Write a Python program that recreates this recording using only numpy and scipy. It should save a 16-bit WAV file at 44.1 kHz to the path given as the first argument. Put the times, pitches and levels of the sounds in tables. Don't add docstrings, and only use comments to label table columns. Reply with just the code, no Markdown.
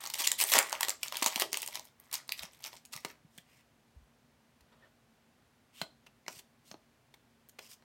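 import sys
import numpy as np
from scipy import signal
from scipy.fft import rfft, irfft, next_fast_len
from scipy.io import wavfile
from scipy.ndimage import uniform_filter1d, map_coordinates

SR = 44100
rng = np.random.default_rng(int(sys.argv[2]) if len(sys.argv) > 2 else 0)


def put_to_file(sound):
    columns = np.atleast_2d(sound).T
    safe = np.clip(columns, -1, 1)
    whole_steps = np.round(safe * 32767)
    wavfile.write(sys.argv[1], SR, whole_steps.astype(np.int16))


N = 345733
TIME = np.arange(N) / SR
TOP_HZ = 16000

# start in seconds, level in dB, bass in dB, treble in dB, facet ring in Hz.
CREASE_SNAPS = [(0.0396, -34.5, -4, -14, 10180), (0.0617, -31.5, -4, -14.5, 6250),
                (0.0724, -31.5, -14, -4.5, 7060), (0.1006, -28.5, -12.5, -3.5, 4330),
                (0.138, -25.5, -7, 4, 5530), (0.1417, -26, -14.5, -9.0, 7060), (0.154, -32, -4, -5, 2080),
                (0.2197, -29.5, -4, -1, 2350), (0.2699, -22.5, -22, 1, 4330),
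                (0.2728, -14.5, -18.0, -4, 7060), (0.2741, -18.5, -8.5, 0.5, 4890),
                (0.2816, -32.0, -18.5, -4, 4890), (0.3167, -15.5, -15, -0.0, 7060),
                (0.4015, -20, -11.0, 0, 1630), (0.4382, -16.0, -1, 6, 9010), (0.4975, -25, -7, 7.5, 1000),
                (0.5185, -20, -4.5, 0, 1280), (0.5372, -11.5, -13.0, -3.5, 1440),
                (0.5478, -23, 4.5, -2.5, 2080), (0.5541, -17, 3.5, -8, 1630),
                (0.567, -17.5, 10, -6.5, 1440), (0.5814, -16, 0.5, -2.0, 2080), (0.5878, -8, 2, -2, 2350),
                (0.5963, -30, -1.0, -8.5, 1630), (0.6273, -28.5, 3.0, 0.5, 5530),
                (0.6956, -32.5, -4.5, -3.5, 7980), (0.721, -32.5, -2.5, 2.5, 1440),
                (0.7274, -21, 5, -5, 1440), (0.7361, -37.0, -2.5, -13, 1840),
                (0.7516, -33.5, -7.5, -13, 3000), (0.8084, -19.5, -4.5, 0.5, 1000),
                (0.8305, -22, 1, 2.0, 7060), (0.8309, -18.0, -11, -3.5, 1840),
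                (0.8408, -34.0, -2.5, -8, 1840), (0.8487, -29.5, -2.5, -14, 13000),
                (0.8937, -19, 0.5, 6, 7060), (0.9038, -25.0, -9, -2, 5530),
                (1.031, -23.5, -11.5, -5.5, 3000), (1.0336, -25.0, -12, -2, 3000),
                (1.0818, -31.5, -19, -1, 6250), (1.1236, -28.5, 5.5, -6.5, 3000),
                (1.145, -35.5, 1.5, -13.5, 3000), (1.1553, -31.5, -4, -17, 3000),
                (1.1693, -24, -13.5, -2, 3000), (1.1963, -39, -3, -11.5, 3000),
                (1.2235, -22.5, 4.0, -14.5, 13000), (1.2265, -19.5, 1.5, -6.5, 7060),
                (1.2301, -23.5, -3.5, -12.0, 9010), (1.243, -23, -9, 1, 4890),
                (1.2617, -14.5, -3, -5, 7980), (1.2747, -29.5, -2, -7.5, 5530),
                (1.2822, -29.0, 7.5, 0.5, 3830), (1.3257, -35, -4.0, -6.5, 1130),
                (1.3586, -21.5, 0, -6.5, 3000), (1.3766, -31.5, 9.5, -1.0, 2080),
                (1.3983, -20, -1, 2.5, 1630), (1.4204, -18, 4.5, -6.0, 2660), (1.5299, -21, 2, -0.5, 5530),
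                (1.5425, -24, -7, -15.5, 2660), (1.5538, -36.5, -1.5, -6.5, 7980),
                (1.5716, -22, 1, 6.5, 3000), (1.6192, -26.5, -8, 3, 6250),
                (1.6301, -28.5, -3.5, -3.5, 3000), (1.6621, -30.5, -11, 1.0, 7980),
                (1.6757, -27.5, -3, 3, 7060), (1.6856, -36, 3, -4, 4890), (1.7458, -36, 3, -0.5, 4890),
                (1.755, -27, -8, -5.0, 1000), (1.7725, -37, -4, -25, 7060), (1.7948, -35.5, 6.5, -4, 6250),
                (1.8525, -44.5, 7, 9.5, 5530), (1.9996, -44.5, -3.0, 7, 13000),
                (2.1137, -41, -16, -6, 1000), (2.1284, -27.0, -5.5, 1.5, 1840),
                (2.1364, -35.5, 3.5, -8, 4890), (2.1404, -23, -37, 1.5, 1280),
                (2.1533, -27.0, -14, -3.5, 4890), (2.2793, -46.0, -4.0, 8, 3830),
                (2.292, -29.5, -8, -8.0, 4330), (2.3209, -22.5, -35, -3.5, 2660),
                (2.3927, -32.5, -14, -11, 3390), (2.4329, -33.5, -2.5, -12, 10180),
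                (2.64, -32.0, -25, -6.5, 4890), (2.6485, -35.5, -8, -13.5, 3390),
                (2.73, -43, 6.0, -18, 3000), (2.7392, -49, 4, -12, 1000), (2.765, -49, -5, -9.0, 5530),
                (2.8518, -43.5, -13, 3.5, 5530), (2.8577, -46, -6, 7.5, 6250), (2.9332, -36, 1, -6.5, 4890),
                (2.9372, -35.5, -8, -7.0, 1280), (2.9632, -33, -5.5, -3, 1440),
                (2.9745, -45.5, -13, -12, 2350)]
# start in seconds, length in seconds, crackle in dB before its trim, panel rustle in dB.
WRAPPER_GRIPS = [(0.02, .055, -44, -53.5), (0.151, .19, -43, -60.5), (0.4, .17, -40.5, -53.5),
                 (0.569, .04, -43, -35), (0.638, .15, -50.5, -49), (0.815, .1, -48.5, -52.5),
                 (1.038, 0.049, -49.5, -70), (1.057, 0.00499, -56, -54.5), (1.141, .08, -44, -57),
                 (1.247, .185, -44, -53), (1.532, .11, -46.5, -63), (1.729, 0.036, -44, -63),
                 (1.84, 0.044, -61.5, -78), (2.01, .09, -71, -72.5), (2.14, 0.041, -48, -56),
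                 (2.298, .05, -63, -66), (2.389, .06, -47.5, -57.5), (2.533, .1, -63.5, -78.5),
                 (2.648, .03, -48, -57.5), (2.742, .04, -55.5, -80), (2.946, .05, -53.5, -81),
                 (3.055, .055, -57.5, -60)]
# start in seconds, length in seconds, level in dB before its trim, bass in dB, treble in dB.
SEAM_RIPS = [(0.18, 0.049, -33.5, -6.5, -3.5), (0.239, 0.026, -35, -11.5, -6.5),
             (0.381, 0.046, -32.5, -14, -1.5), (0.406, 0.028, -26, -4.5, -2), (0.456, 0.097, -38, -16, 5),
             (0.514, 0.027, -26, -1.5, -3.5), (.54, 0.04, -27.5, 6, -6), (0.883, 0.0053, -28, 5.5, -1.5),
             (1.264, 0.018, -30.5, 0.5, -4.5), (1.394, 0.036, -33, -10, -3.5),
             (2.126, 0.029, -39.5, -6.5, -4), (2.655, 0.026, -51.5, 6, -6), (2.921, 0.025, -46, -4, -5)]
# start in seconds, length in seconds, from Hz, to Hz, pitch roughness as a share of the pitch,
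# level of the fundamental in dB, step to each further overtone in dB.
STICK_SLIP_SQUEAKS = [(0.2375, 0.011, 3220, 2650, 0.071, -34, -2.5),
                      (0.468, 0.054, 14800, 11600, 0.057, -39, -62),
                      (4.822, 0.029, 1836, 1790, 0.025, -61.5, -22)]
WRINKLE_RINGS_HZ = [2200, 3280, 5600, 8550, 12500]
# frequency in Hz, gain in dB.
POUCH_COLOUR = [(100, -36.5), (400, -20), (650, -7.5), (900, -8.5), (1350, 1), (2150, -3.5), (2900, -15.5),
                (4500, -20.5), (8000, -29)]
# start in seconds, level in dB, bass in dB, treble setting in dB, card ring in Hz,
# contact in seconds, stack knock in dB relative to the level.
EDGE_TAPS = [(3.0481, -26.5, 2.5, -9.5, 2220, 0.001, -21), (3.101, -45.5, -5, -28, 1110, 0.0011, -19),
             (3.3776, -43, -15, -1, 8050, 0.00135, -16), (3.3828, -42, -32.5, -8, 3340, 0.00077, -31),
             (4.6069, -56, 6, -4, 4410, 0.0021, -17), (5.8151, -30.5, 3, -6.5, 3680, 0.00085, -2),
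             (5.819, -35, -9, -9, 4400, 0.00068, -16), (6.0635, -46, 0, -15.5, 2800, 0.0038, -19),
             (6.2633, -46.5, 0, -16, 2100, 0.00092, -13), (6.281, -28, 0, -18.5, 6740, 0.00052, -22),
             (6.388, -41, 0, -2.5, 3300, 0.005, -36), (6.7133, -40.5, 1, -13.5, 6030, 0.0012, -12),
             (6.7417, -45, 8, -23, 780, 0.001, -11), (7.139, -47, 4.5, -9, 3600, 0.003, -25),
             (7.4879, -47, -18, 13.5, 14300, 0.0006, -39), (7.493, -47.5, -15, 2, 6500, 0.0022, -36),
             (7.5874, -41.5, -3.5, -17.5, 1400, 0.00062, -29), (7.59, -37.5, -1, -13.5, 2500, 0.0013, -14),
             (7.7142, -46.5, -29, -7, 5080, 0.0005, -27), (7.8227, -56, 6, -23, 1490, 0.0007, -16)]
# frequency in Hz, level in dB, t60 in seconds.
STACK_MODES = [(394, -9.5, 0.037), (558, -6, 0.012), (698, 5.5, 0.013), (1508, 3.5, 0.026),
               (3130, 3.5, 0.01), (4210, 7, 0.016)]
# start in seconds, length in seconds, level in dB before its trim, treble in dB,
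# edge ring from Hz, to Hz.
CARD_STROKES = [(3.288, 0.123, -72, 6.5, 3300, 3480), (3.426, 0.184, -65.5, -2, 2300, 2010),
                (5.725, 0.11, -54, 0, 3000, 3440), (6.269, 0.06, -56.5, 5, 5700, 5280),
                (6.316, 0.078, -55.5, 4, 5300, 4400), (6.632, 0.093, -65, 6, 3000, 5010),
                (7.582, 0.092, -57, 1.5, 4800, 5600), (7.681, 0.058, -55.5, 6, 5000, 5300)]
# frequency in Hz, gain in dB.
RASP_COLOUR = [(100, -36), (400, -55), (1100, -6), (1650, -8.5), (2900, -2), (3850, -9), (5100, -5),
               (6600, -6.5), (9200, -4), (10400, -10), (13000, -9), (16000, -13)]
# start in seconds, length in seconds, level in dB.
THUMB_DRAGS = [(4.599, 0.2, -74), (4.717, 0.014, -66), (4.775, 0.099, -67)]
# frequency in Hz, width in Hz before the skin's damping, level in dB.
THUMBED_CARD = [(530, 23, 5), (910, 300, -5), (1450, 54, 5.5), (1770, 43, -11), (3200, 900, -10.5)]
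# start in seconds, peak of the swell in dB before the rumble filter, frequency in Hz.
HAND_BUMPS = [(0.204, -45, 359), (0.572, -33.5, 280), (1.222, -33, 300), (1.262, -39, 229.2),
              (1.362, -38.5, 230), (2.405, -50, 69.4), (2.438, -46.5, 170), (2.955, -46.5, 141),
              (3.049, -45, 158), (3.247, -47, 153), (3.381, -48, 168), (3.962, -39.5, 62.4),
              (4.016, -48, 54.5), (4.61, -55, 64), (5.818, -38, 163), (6.365, -53, 129),
              (6.716, -47.5, 202), (6.743, -47.5, 282)]
# frequency in Hz, gain in dB.
DESK_COLOUR = [(30, -12), (200, -2), (410, 2), (475, -6), (540, 2), (720, 0.5), (930, 4), (1500, -6),
               (1950, 2), (4000, 2), (8500, -1), (10400, -4), (12000, -0.5), (16000, -1.5)]
# frequency in Hz, gain in dB.
NOOK_RESONANCES = [(630, 4.5), (781, -0.5), (946, 2), (1214, 6.5), (1475, 6), (1948, 7), (2141, 5),
                   (2424, -1.5)]
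# frequency in Hz, gain in dB.
WALL_COLOUR = [(100, -8.5), (400, 6), (900, 3.5), (2000, 0.5), (6000, -1.5), (10000, -3), (16000, 4)]
# frequency in Hz, t60 in seconds.
ROOM_T60 = [(200, 0.66), (600, 0.25), (1100, 0.21), (2000, 0.15), (3700, 0.33), (9700, 0.27),
            (16000, 0.088)]
# frequency in Hz, gain in dB.
AIR_COLOUR = [(15, -71.5), (25, -35.5), (53, -10), (92, -11), (127, -4.5), (200, -14), (229, -3),
              (293, -14.5), (695, -16), (775, -17), (1160, -19), (1260, -21.5), (1480, -19.5), (13600, -36),
              (16000, -38.5)]
# frequency in Hz, level in dB.
HUM_TONES = [(231.5, -80.5), (689, -89)]

FACET_HZ, FACET_SPREAD_OCT = 4780, 1
SNAP_TREBLE_DB, TREBLE_DB_PER_OCT = -4.5, 0.5
SMALL_SNAP_DB, SMALL_SCATTER_DB = 7, 2.5
GRIP_ATTACK_S, CRACKLE_T60_S, PANEL_T60_S = 0.037, 0.086, 0.24
CRACKLE_TRIM_DB, RIP_TRIM_DB, STROKE_TRIM_DB = -3.5, -4.0, -3.5
STROKE_RISE_SHARE, STROKE_T60_S = 0.56, 0.056
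EDGE_HALF_WIDTH_HZ, EDGE_SHARE = 420, 0.53
SKIN_DAMPING_HZ = 150
AIR_DB = -69.0


def snaps(creases, panel_db, panel_t60):
    out = np.zeros(N)
    for s, db, bass_db, treble_db, hz in creases:
        snap = click(foil_shape(bass_db, treble_db), hz, ring_db=9.5, ring_width=0.2, rise=.0006, fall=.00055,
                     flutter_db=-24, flutter_fall=.003, spiky_db=3.5, count=3)
        add(out, s, amp(db) * snap)
        panel = [(f, panel_db + min(bass_db, 3), panel_t60) for f in rng.uniform(700, 2400, size=2)]
        add(out, s, amp(db) * ring(panel, scatter_db=0.0))
    return out


def small_snaps(crackle, count, bass_db, bass_scatter_db):
    in_grip = [(TIME > s) & (TIME < s + length) for s, length, _, _ in WRAPPER_GRIPS]
    held = np.flatnonzero(np.any(in_grip, axis=0))
    shares = (np.arange(count) + rng.random(count)) / count
    moments = held[(shares * len(held)).astype(int)]
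    scatter = np.clip(rng.standard_normal((count, 3)), -2, 2)
    rows = []
    for i, (size, depth, pitch) in zip(moments, scatter):
        octaves = FACET_SPREAD_OCT * pitch
        level_db = 20 * np.log10(crackle[i]) + SMALL_SNAP_DB + SMALL_SCATTER_DB * size
        treble_db = SNAP_TREBLE_DB + TREBLE_DB_PER_OCT * octaves
        rows.append((i / SR, level_db, bass_db + bass_scatter_db * depth, treble_db, FACET_HZ * 2 ** octaves))
    return rows


def onset_crackle(db):
    lead_s = .004
    out, n = np.zeros(N), int(lead_s * SR)
    for s, snap_db, *_ in CREASE_SNAPS:
        add(out, s - lead_s, amp(snap_db + db) * np.linspace(0, 1, n) ** 2)
    crackle = grains(N, rate=3100, spread_db=3.5, life=0.0012)
    shape = foil_shape(bass_db=-4.0, treble_db=-8.5)
    return out * unit(colour(crackle, lambda hz: along(shape, hz)))


def rips():
    out = np.zeros(N)
    for s, length, db, bass_db, treble_db in SEAM_RIPS:
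        n, run = int(length * SR), 0
        shape = foil_shape(bass_db, treble_db)
        for ring_hz in WRINKLE_RINGS_HZ * np.exp(.15 * rng.standard_normal(len(WRINKLE_RINGS_HZ))):
            fractures = grains(n, rate=650, spread_db=2.5, life=.0004) * signal.windows.tukey(n, .35)
            fractures = np.pad(fractures, (0, n))
            facet = lambda hz: 9 / (1 + (6 * (hz / ring_hz - 1)) ** 2)
            run = run + colour(fractures, lambda hz: along(shape, hz) + facet(hz))
        add(out, s, amp(db + RIP_TRIM_DB) * unit(run))
    return out


def grip():
    crackle = [amp(db) * gesture(s, length, GRIP_ATTACK_S, CRACKLE_T60_S) for s, length, db, _ in WRAPPER_GRIPS]
    rustle = [amp(db) * gesture(s, length, GRIP_ATTACK_S, PANEL_T60_S) for s, length, _, db in WRAPPER_GRIPS]
    return np.max(crackle, axis=0), np.max(rustle, axis=0)


def crumple(crackle, rustle):
    fine = sum(wrinkles(hz, ring_db=12, width_oct=.25) for hz in WRINKLE_RINGS_HZ)
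    fine = unit(fine * amp(1.9 * wobble(37)))
    flex = grains(N, rate=350, spread_db=3.0, life=0.0023)
    flex = unit(colour(flex, lambda hz: along(POUCH_COLOUR, hz)))
    return amp(CRACKLE_TRIM_DB) * crackle * fine + rustle * flex


def wrinkles(ring_hz, ring_db, width_oct):
    ticks = grains(N, rate=110, spread_db=4, life=.0005)
    shape = foil_shape(bass_db=-11.0, treble_db=-6.0)
    bell = lambda hz: ring_db / (1 + (np.log2((hz + 1) / ring_hz) / width_oct) ** 2)
    return colour(ticks, lambda hz: along(shape, hz) + bell(hz))


def foil_shape(bass_db, treble_db):
    return [(60, bass_db - 34), (200, bass_db - 14.5), (450, bass_db - 2.5), (850, bass_db + 3.0),
            (2200, -1.4), (5500, -1.7), (9000, treble_db + 4.5), (15500, treble_db - 1.0)]


def squeaks():
    out = np.zeros(N)
    for start, length, from_hz, to_hz, rough, db, overtone_db in STICK_SLIP_SQUEAKS:
        n = int(length * SR)
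        unsteady = unit(uniform_filter1d(rng.standard_normal(n), size=30))
        pitch = np.linspace(from_hz, to_hz, n) * (1 + rough * unsteady)
        phase = 2 * np.pi * np.cumsum(pitch) / SR
        chirp = sum(amp(db + k * overtone_db) * np.sin((k + 1) * phase) for k in range(3))
        add(out, start, signal.windows.tukey(n, .3) * chirp)
    return out


def taps(rebound_db, rebound_delay):
    out = np.zeros(N)
    for s, db, bass_db, treble_db, hz, contact_s, knock_db in EDGE_TAPS:
        shape = [(60, bass_db - 28), (190, bass_db + 0.5), (350, bass_db + 2.0), (700, bass_db + 0.5),
                 (1000, bass_db + 1.0), (1550, 3.8), (2400, 1.4), (3600, 0.33 * treble_db - 0.5),
                 (5500, 0.15 * treble_db - 0.5), (9000, treble_db + 6.0), (15500, treble_db + 0.5)]
        rebound = (rebound_delay * rng.uniform(0.56, 0.85), db + rebound_db)
        for delay, contact_db in [(0, db), rebound]:
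            edge = click(shape, hz, ring_db=9, ring_width=0.09, rise=0.75 * contact_s, fall=contact_s,
                         flutter_db=-17, flutter_fall=0.005, spiky_db=4.5, count=2)
            add(out, s + delay, amp(contact_db) * edge)
        add(out, s, amp(db + knock_db) * ring(STACK_MODES, scatter_db=0.5))
    return out


def slides(grit_db):
    rub = grains(N, rate=3200, spread_db=-2.5, life=0.00041)
    rub = unit(colour(rub, lambda hz: along(RASP_COLOUR, hz)))
    dull = signal.sosfiltfilt(signal.butter(2, 4500, fs=SR, output="sos"), rub)
    narrow = signal.butter(2, EDGE_HALF_WIDTH_HZ, fs=SR, output="sos")
    sing = unit(signal.sosfilt(narrow, rng.standard_normal((2, N))))
    out = np.zeros(N)
    for s, length, db, treble_db, from_hz, to_hz in CARD_STROKES:
        pitch = np.interp(TIME, [s, s + length], [from_hz, to_hz])
        phase = 2 * np.pi * np.cumsum(pitch) / SR
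        edge = sing[0] * np.cos(phase) + sing[1] * np.sin(phase)
        face = dull + amp(treble_db) * (rub - dull)
        out += amp(db + STROKE_TRIM_DB) * stroke(s, length) * (face + EDGE_SHARE * edge)
    return amp(grit_db * wobble(160)) * out


def drags():
    def body(hz):
        return 10 * np.log10(sum(amp(db) ** 2 / (1 + (2 * (hz - centre) / (width + SKIN_DAMPING_HZ)) ** 2)
                                 for centre, width, db in THUMBED_CARD))
    slips = unit(colour(grains(N, rate=1500, spread_db=1.5, life=.003), body))
    return slips * sum(amp(db) * stroke(s, length) for s, length, db in THUMB_DRAGS)


def bumps(swell_cycles):
    out, t = np.zeros(N), np.arange(SR // 4) / SR
    for s, db, hz in HAND_BUMPS:
        age = t * hz / swell_cycles
        add(out, s, amp(db) * np.sin(2 * np.pi * hz * t) * age * np.exp(1 - age))
    return signal.sosfilt(signal.butter(2, 38, "high", fs=SR, output="sos"), out)


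def gesture(start, length, attack, t60):
    rise = np.clip(1 + (TIME - start) / attack, 0, 1)
    return rise * np.exp(-np.log(1000) * np.clip((TIME - start - length) / t60, 0, 2))


def stroke(start, length):
    rise = length * STROKE_RISE_SHARE
    return gesture(start + rise, length - rise, rise, STROKE_T60_S)


def click(shape, ring_hz, ring_db, ring_width, rise, fall, flutter_db, flutter_fall, spiky_db, count):
    t = np.arange(SR // 25) / SR
    shiver = (1 - np.exp(-t / rise)) ** 2 * (np.exp(-t / fall) + amp(flutter_db) * np.exp(-t / flutter_fall))
    jerks = rng.standard_normal(len(t)) * amp(spiky_db * np.minimum(rng.standard_normal(len(t)), 2))
    neighbours = np.exp(rng.uniform(np.log(800), np.log(7000), size=count))
    centres = [ring_hz, *neighbours]

    def facets(hz):
        peaks = [(0.4 if k else 1) / (1 + ((hz - c) / (ring_width * c)) ** 2) for k, c in enumerate(centres)]
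        return ring_db * np.max(peaks, axis=0)
    sound = colour(shiver * jerks, lambda hz: along(shape, hz) + facets(hz))
    return sound / np.sqrt(np.sum(sound ** 2) * 1000 / SR)


def ring(modes, scatter_db):
    t = np.arange(SR // 10) / SR
    struck = 0
    for hz, db, t60 in modes:
        decay = amp(db + scatter_db * rng.standard_normal() - 60 * t / t60)
        tuned_hz = hz * (1 + 0.02 * rng.standard_normal())
        struck = struck + decay * np.sin(2 * np.pi * tuned_hz * (t + rng.random()))
    return struck * (1 - np.exp(-t / 0.00054))


def grains(n, rate, spread_db, life):
    sizes = (rng.random(n) < rate / SR) * amp(spread_db * np.minimum(rng.standard_normal(n), 2))
    power = signal.lfilter([1], [1, -np.exp(-2 / (life * SR))], sizes ** 2)
    return unit(np.sqrt(power) * rng.standard_normal(n))


def nook(hz, width_hz):
    return sum(db / (1 + ((hz - centre) / width_hz) ** 2) for centre, db in NOOK_RESONANCES)


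def room(x, wet_db, early_db, early_fall, delay):
    out, hop = np.zeros(N), SR // 8
    for i in range(0, N, hop):
        hz, t, z = signal.stft(rng.standard_normal(SR // 3), SR, nperseg=256)
        decay_db = along(WALL_COLOUR, hz)[:, None] - 60 * t / along(ROOM_T60, hz)[:, None]
        tail = signal.istft(z * amp(decay_db), SR, nperseg=256)[1]
        tail *= 1 + amp(early_db) * np.exp(-np.arange(len(tail)) / SR / early_fall)
        add(out, i / SR + delay, signal.fftconvolve(x[i:i + hop], tail / np.linalg.norm(tail)))
    return amp(wet_db) * out


def air():
    hum = sum(amp(db + 1.5 * wobble(3.9)) * np.sin(2 * np.pi * hz * TIME + 0.71 * wobble(20))
              for hz, db in HUM_TONES)
    noise = unit(colour(rng.standard_normal(N), lambda hz: along(AIR_COLOUR, hz)))
    return hum + amp(AIR_DB) * noise


def amp(db):
    return 10 ** (np.asarray(db) / 20)


def unit(x):
    return x / np.sqrt(np.mean(x ** 2) + 1e-20)


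def along(points, hz):
    f, v = np.transpose(points)
    return np.interp(np.log(hz + 1), np.log(f + 1), v)


def wobble(rate):
    return map_coordinates(rng.standard_normal(int(N * rate / SR) + 4), [TIME * rate])


def colour(x, gain_db):
    half = next_fast_len(len(x) // 2 + 2048)
    cepstrum = irfft(np.log(amp(gain_db(np.fft.rfftfreq(2 * half, 1 / SR)))))
    cepstrum[1:half] *= 2
    cepstrum[half + 1:] = 0
    return irfft(rfft(x, 2 * half) * np.exp(rfft(cepstrum)))[:len(x)]


def add(track, s, sound):
    part = track[max(0, round(s * SR)):][:len(sound)]
    part += sound[:len(part)]


def scene():
    crackle, rustle = grip()
    creases = CREASE_SNAPS + small_snaps(crackle, count=64, bass_db=-1.5, bass_scatter_db=2)
    foil = snaps(creases, panel_db=-31.5, panel_t60=0.042) + onset_crackle(db=-18)
    foil = foil + rips() + crumple(crackle, rustle) + squeaks()
    cards = taps(rebound_db=-15.0, rebound_delay=0.0017) + slides(grit_db=0.5) + drags()
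    near = colour(foil + cards + bumps(swell_cycles=0.57), lambda hz: along(DESK_COLOUR, hz))
    send = colour(foil + amp(-3.0) * cards, lambda hz: along(DESK_COLOUR, hz) + nook(hz, width_hz=23.0))
    answer = room(send, wet_db=-8.5, early_db=3.0, early_fall=0.033, delay=.006)
    return (near + answer + air())[None]


def record(dry):
    m = next_fast_len(N + SR // 2)
    return irfft(rfft(dry, m) * (np.fft.rfftfreq(m, 1 / SR) < TOP_HZ), m)[..., :N]


dry = scene()
out = record(dry)
put_to_file(out)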